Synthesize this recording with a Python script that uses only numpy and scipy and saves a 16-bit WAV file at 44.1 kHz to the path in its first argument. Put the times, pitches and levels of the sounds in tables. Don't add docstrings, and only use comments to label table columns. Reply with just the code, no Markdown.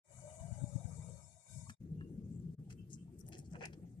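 import sys
import numpy as np
from scipy import signal
from scipy.io import wavfile

SR = 44100
rng = np.random.default_rng(int(sys.argv[2]) if len(sys.argv) > 2 else 0)


def wav_out(sig):
    wavfile.write(sys.argv[1], SR, np.round(np.clip(np.atleast_2d(sig).T, -1, 1) * 32767).astype(np.int16))


N = 176400
T = np.arange(N) / SR

# t/s, level/dB, pan/dB
HISS = [(.03, -88, 4), (.065, -78.5, 19), (.13, -64.5, 16), (.31, -63, 14), (1.15, -64, 16),
        (1.46, -69.5, 13), (1.51, -60.5, 13), (1.62, -62, 10.5), (1.71, -66.5, 13.5), (1.76, -80, 9)]
HISS_COLOUR = [(3000, -35), (4400, -60), (5600, -13), (6600, 0), (7600, 1.5), (9000, -4), (11000, -13),
               (12200, -36), (15000, -26.5)]
# f/Hz, early level/dB, late level/dB
STRAW_MODES = [(650, -72, -73), (950, -72, -74), (1540, -78, -82), (2000, -75, -85), (2300, -69.5, -73),
               (2950, -78, -95), (3700, -78, -75), (4400, -79, -81.5), (4900, -80.5, -82), (5330, -79, -75)]
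# t/s, gain/dB
STRAW_FADER = [(.04, -28), (.14, -9), (1.15, -5.5), (1.44, -11), (1.52, -1), (1.7, -6)]
# t/s, level/dB
RUSH = [(.03, -89), (.12, -65), (.3, -64), (.58, -66.5), (.87, -66.5), (1.15, -65.5), (1.42, -81),
        (1.52, -68.5), (1.7, -84), (1.76, -82)]
RUSH_COLOUR = [(250, -24), (450, -10.5), (620, -0.5), (900, -9), (1250, -13.5), (2000, -30.5),
               (3000, -30.5), (5000, -37)]
# t/s, f/Hz, level/dB
EDGE_TONE = [(.195, 578.6, -96), (.25, 604, -52.5), (.35, 625, -63), (.44, 668, -55), (.54, 678, -68),
             (.58, 598, -59), (.77, 564, -66), (.89, 490, -71.5), (1.08, 480, -69.5), (1.22, 455, -98)]
UPPER_EDGE_TONE = [(.49, 875, -97), (.56, 843.6, -66), (.92, 797, -75), (1.2, 773, -114)]
# t/s, level/dB, pan/dB
WIND = [(.03, -97, 14), (.15, -55.5, 8), (.38, -57.5, 11.5), (.42, -50.5, 14), (.7, -52, 24.5),
        (1.0, -48, 8), (1.18, -57.5, 21), (1.32, -66.5, 17), (1.47, -78, 13), (1.51, -55, 18.5),
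        (1.71, -52, 7), (1.76, -78, 19)]
WIND_COLOUR = [(25, -34), (45, -19.5), (75, -1.5), (140, 3.5), (190, -12.5), (260, -24.5), (400, -40.5),
               (700, -31)]
# t/s, level/dB, f/Hz
GUSTS = [(0.417, -39.5, 94), (0.526, -35, 98), (0.626, -35.5, 126), (0.641, -31, 141), (0.76, -29.5, 127),
         (0.855, -33.5, 105)]
# peak t/s, rise/s, fall/s, level/dB, low f/Hz, high f/Hz, pan/dB
RUBS = [(1.702, 0.012, 0.0067, -52, 860, 9100, -0.5), (2.346, 0.045, 0.076, -73, 6960, 8000, 15),
        (2.715, 0.019, 0.019, -54.5, 1080, 8400, 2.5), (2.914, 0.02, 0.064, -62.5, 4100, 9560, 9.5),
        (2.943, 0.03, 0.015, -56, 5650, 7900, 6.5), (3.201, 0.023, 0.027, -65, 5900, 11800, 10),
        (3.272, 0.016, 0.042, -68, 5440, 10500, 4), (3.333, 0.018, 0.065, -59, 1500, 6600, 3),
        (3.387, 0.022, 0.032, -61.5, 4850, 10500, 6), (3.459, 0.021, 0.03, -70.5, 4030, 8400, 6),
        (3.523, 0.023, 0.11, -71, 5000, 8750, 17), (3.564, 0.037, 0.011, -56.5, 587, 2240, -2.5),
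        (3.617, 0.0097, 0.053, -50, 366, 2370, 4), (3.652, 0.055, 0.044, -54, 1830, 2740, 1.5),
        (3.636, 0.053, 0.089, -67, 3720, 7150, 0), (3.733, 0.0054, 0.015, -59, 496, 5750, 5)]
# f/Hz, width/Hz
RUBBER_HOLLOWS = [(1130, 180), (3700, 1500)]
# peak t/s, rise/s, fall/s, level/dB, f/Hz, width/Hz
SOFT_TAP_AND_RING = [(1.673, 0.011, 0.014, -61, 1010, 260), (2.024, 0.053, 0.099, -75.5, 2795, 108)]
# t/s, level/dB, low f/Hz, high f/Hz
SNAPS = [(3.212, -57.5, 5530, 6160), (3.2884, -51.5, 8800, 12600), (3.287, -69.5, 1200, 5550),
         (3.6566, -44.5, 4360, 9200)]
# peak t/s, level/dB
RINGS = [(2.797, -73.5), (2.997, -80)]
# t/s, level/dB
TAPS = [(1.697, -51), (2.01, -53)]
# f/Hz, gain/dB, t60/s
TAP_MODES = [(219, 5, 0.074), (1090, -18, 0.15), (1336, -0.5, 0.037), (1700, 1, 0.033), (2140, -30, .03)]
# t/s, level/dB
RUSTLE = [(2.55, -64), (2.8, -94), (3.15, -75.5), (3.35, -58.5), (3.46, -76.5), (3.55, -58), (3.65, -53.5),
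          (3.73, -65.5), (3.83, -68), (4, -76.5)]
RUSTLE_COLOUR = [(330, 8), (560, 2.5), (780, 6), (980, -23.5), (1400, -16), (2000, -13.5)]
# t/s, level/dB
RUMBLE = [(1.78, -70), (1.805, -49), (1.93, -44.5), (2.05, -47), (2.35, -45), (2.53, -48.5), (2.6, -51),
          (3.0, -53.5), (3.55, -51), (4, -52.5)]
RUMBLE_COLOUR = [(25, -32.5), (50, -13.5), (85, -3), (120, -2.5), (160, 5), (230, -11.5), (370, -14),
                 (520, -32.5), (900, -49)]
# f/Hz, level/dB
ROOM_HISS_COLOUR = [(500, -6.5), (1200, 6), (2500, 2.5), (4300, -3), (7500, 6), (10000, -1.5), (15000, -3)]
# start t/s, end t/s
DIPS = [(-.1, 0.033), (1.758, 1.792), (2.56, 2.575)]

FINGERS_CLOSE_S = (0.8, 0.59)
NARROW, WIDE = 0.96, 0.069


def jet(mode_width_share=0.059, reflection_s=0.003205, reflection_gain=0.48):
    hiss_db, pan_db = automation(HISS)
    hiss = from_db(hiss_db) * pan(pan_db) * banded_noise(HISS_COLOUR, WIDE, flicker_db=2.5, bands=22)
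    fader_db, = automation(STRAW_FADER)
    tube = 0
    for hz, early_db, late_db in STRAW_MODES:
        mode_db = np.interp(T, FINGERS_CLOSE_S, [early_db, late_db]) + fader_db + 3.6 * drift(15)
        tube += from_db(mode_db) * resonance(hz, hz * mode_width_share)
    rush_db, = automation(RUSH)
    rush = from_db(rush_db) * pan(8) * banded_noise(RUSH_COLOUR, likeness=0.2, flicker_db=5.5, bands=16)
    combed = (rush + reflection_gain * delayed(rush, reflection_s)) / np.hypot(1, reflection_gain)
    return hiss + tube + combed


def edge_tone(curve, flutter_hz=42):
    hz, db = automation(curve)
    phase = 2 * np.pi * np.cumsum(hz) / SR
    flutter = drift(flutter_hz) * np.cos(phase) + drift(flutter_hz) * np.sin(phase)
    breathiness = np.interp(T, FINGERS_CLOSE_S, (.8, 1.3))
    tone = (np.sqrt(2) * np.sin(phase) + breathiness * flutter) / np.hypot(1, breathiness)
    return from_db(db) * pan(5) * tone


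def wind(gust_cycles=0.73, octave_gain=0.19):
    gusts = 0
    for s, gust_db, hz in GUSTS:
        cycles = (T - s) * hz
        thump = np.cos(2 * np.pi * cycles) + octave_gain * np.sin(4 * np.pi * cycles)
        gusts += from_db(gust_db) * np.exp(-(cycles / gust_cycles) ** 2) * thump
    db, pan_db = automation(WIND)
    turbulence = from_db(db) * pan(pan_db) * banded_noise(WIND_COLOUR, NARROW, flicker_db=2.5)
    return turbulence + pan(45) * gusts


def rubs(slips_per_s=1500, smooth_gain=.75, fold_gain=.55, grip_swing_db=4.5):
    out = 0
    for s, rise, fall, db, low, high, pan_db in RUBS:
        slips = (rng.random(N) < slips_per_s / SR) * rng.standard_normal(N)
        friction = unit_rms(slips) + smooth_gain * rng.standard_normal((2, N))
        friction += fold_gain * delayed(friction, seconds=rng.uniform(.0007, .0018))
        grip = from_db(db + grip_swing_db * drift(164))
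        rub = band(friction, low, high)
        for hz, width in RUBBER_HOLLOWS:
            rub = signal.lfilter(*signal.iirnotch(hz, hz / width, fs=SR), rub)
        out += grip * pan(pan_db) * swell(s, rise, fall) * unit_rms(rub)
    return out


def soft_tap_and_ring():
    return sum(from_db(db) * swell(s, rise, fall) * resonance(hz, width)
               for s, rise, fall, db, hz, width in SOFT_TAP_AND_RING)


def snaps():
    out = 0
    for s, db, low, high in SNAPS:
        burst = unit_rms(band(spread(rng.standard_normal((2, N)), WIDE), low, high))
        out += from_db(db) * pan(8) * swell(s, rise_s=0.0037, fall_s=0.0055) * burst
    return out


def rings():
    envelope = sum(from_db(db) * swell(s, rise_s=.025, fall_s=.07) for s, db in RINGS)
    return envelope * sum(resonance(hz, width_hz=130) for hz in (2700, 3090))


def taps():
    out = np.zeros(N)
    for s, db in TAPS:
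        age = np.maximum(T - s, 0)
        for hz, mode_db, t60 in TAP_MODES:
            strike_db = db + mode_db + rng.normal(0, 2)
            decay_db = 60 * np.minimum(age / t60, 2)
            out += from_db(strike_db - decay_db) * np.sin(2 * np.pi * hz * age)
    return out


def rustle():
    db, = automation(RUSTLE)
    cloth = banded_noise(RUSTLE_COLOUR, likeness=0.31, flicker_db=8.5)
    return from_db(db) * (T > RUSTLE[0][0]) * cloth


def reverb(x, t60_s=.1, wet_db=-12):
    age = T[:SR // 2]
    tail = rng.standard_normal((2, len(age))) * from_db(-60 * age / t60_s)
    tail /= np.sqrt(np.sum(tail[0] ** 2))
    return from_db(wet_db) * signal.fftconvolve(x, tail, axes=1)[:, :N]


def room_tone(hiss_db=-81):
    db, = automation(RUMBLE)
    rumble = from_db(db) * pan(3) * banded_noise(RUMBLE_COLOUR, NARROW, flicker_db=3, bands=16)
    return rumble + from_db(hiss_db) * banded_noise(ROOM_HISS_COLOUR, WIDE, flicker_db=3, bands=14)


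def from_db(db):
    return 10 ** (np.asarray(db) / 20)


def unit_rms(x):
    return x / np.sqrt(np.mean(x ** 2) + 1e-20)


def automation(rows):
    times, *columns = np.transpose(rows)
    return [np.interp(T, times, column) for column in columns]


def swell(s, rise_s, fall_s):
    return 10 ** -np.where(T < s, ((T - s) / rise_s) ** 2, (T - s) / fall_s)


def pan(db):
    ratio = from_db(np.atleast_1d(db))
    return 2 * np.array([ratio, np.ones_like(ratio)]) / (1 + ratio)


def spread(pair, likeness):
    mid, side = np.sqrt(1 + likeness) * pair[0], np.sqrt(1 - likeness) * pair[1]
    return np.array([mid + side, mid - side])


def delayed(x, seconds):
    return np.array([np.interp(T - seconds, T, channel) for channel in x])


def band(x, low_hz, high_hz):
    return signal.sosfilt(signal.butter(3, [low_hz, high_hz], "band", fs=SR, output="sos"), x + 1e-18)


def drift(rate_hz):
    hop, settle = 40, 2000
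    pole = np.exp(-2 * np.pi * rate_hz * hop / SR)
    white = rng.standard_normal(N // hop + settle + 2)
    slow = signal.lfilter([1], [1, -2 * pole, pole * pole], white)[settle:]
    return np.interp(np.arange(N) / hop, np.arange(len(slow)), unit_rms(slow))


def banded_noise(colour, likeness, flicker_db, bands=12):
    hz, db = np.transpose(colour)
    edges = np.geomspace(hz[0], hz[-1], bands + 1)
    white = rng.standard_normal((2, 2, N))
    out = 0
    for k, (low, high) in enumerate(zip(edges, edges[1:])):
        band_db = np.interp(np.log(low * high) / 2, np.log(hz), db)
        out += from_db(band_db + flicker_db * drift(12.9)) * band(white[k % 2], low, high)
    return unit_rms(spread(out, likeness))


def resonance(hz, width_hz):
    ringing = band(rng.standard_normal((2, N)), hz - width_hz / 2, hz + width_hz / 2)
    return unit_rms(spread(ringing, WIDE))


def scene(dip_db=-26.5, dip_fade_s=0.015):
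    blowing = T < np.mean(DIPS[1])
    air = jet() + edge_tone(EDGE_TONE) + edge_tone(UPPER_EDGE_TONE) + wind()
    handling = rubs() + soft_tap_and_ring() + snaps() + rings() + taps()
    mix = np.where(blowing, air, room_tone() + rustle()) + handling + reverb(handling)
    dip = sum(np.clip(1 - np.maximum(start - T, T - end) / dip_fade_s, 0, 1) for start, end in DIPS)
    return mix * from_db(dip_db * dip)


def record(dry, right_lag_s=.00022, cutoff_hz=14400):
    right = np.interp(T - np.round(right_lag_s * SR) / SR, T, dry[1])
    lowpass = signal.ellip(10, .1, 70, cutoff_hz, fs=SR, output="sos")
    return signal.sosfilt(lowpass, np.array([dry[0], right]))


dry = scene()
out = record(dry)
wav_out(out)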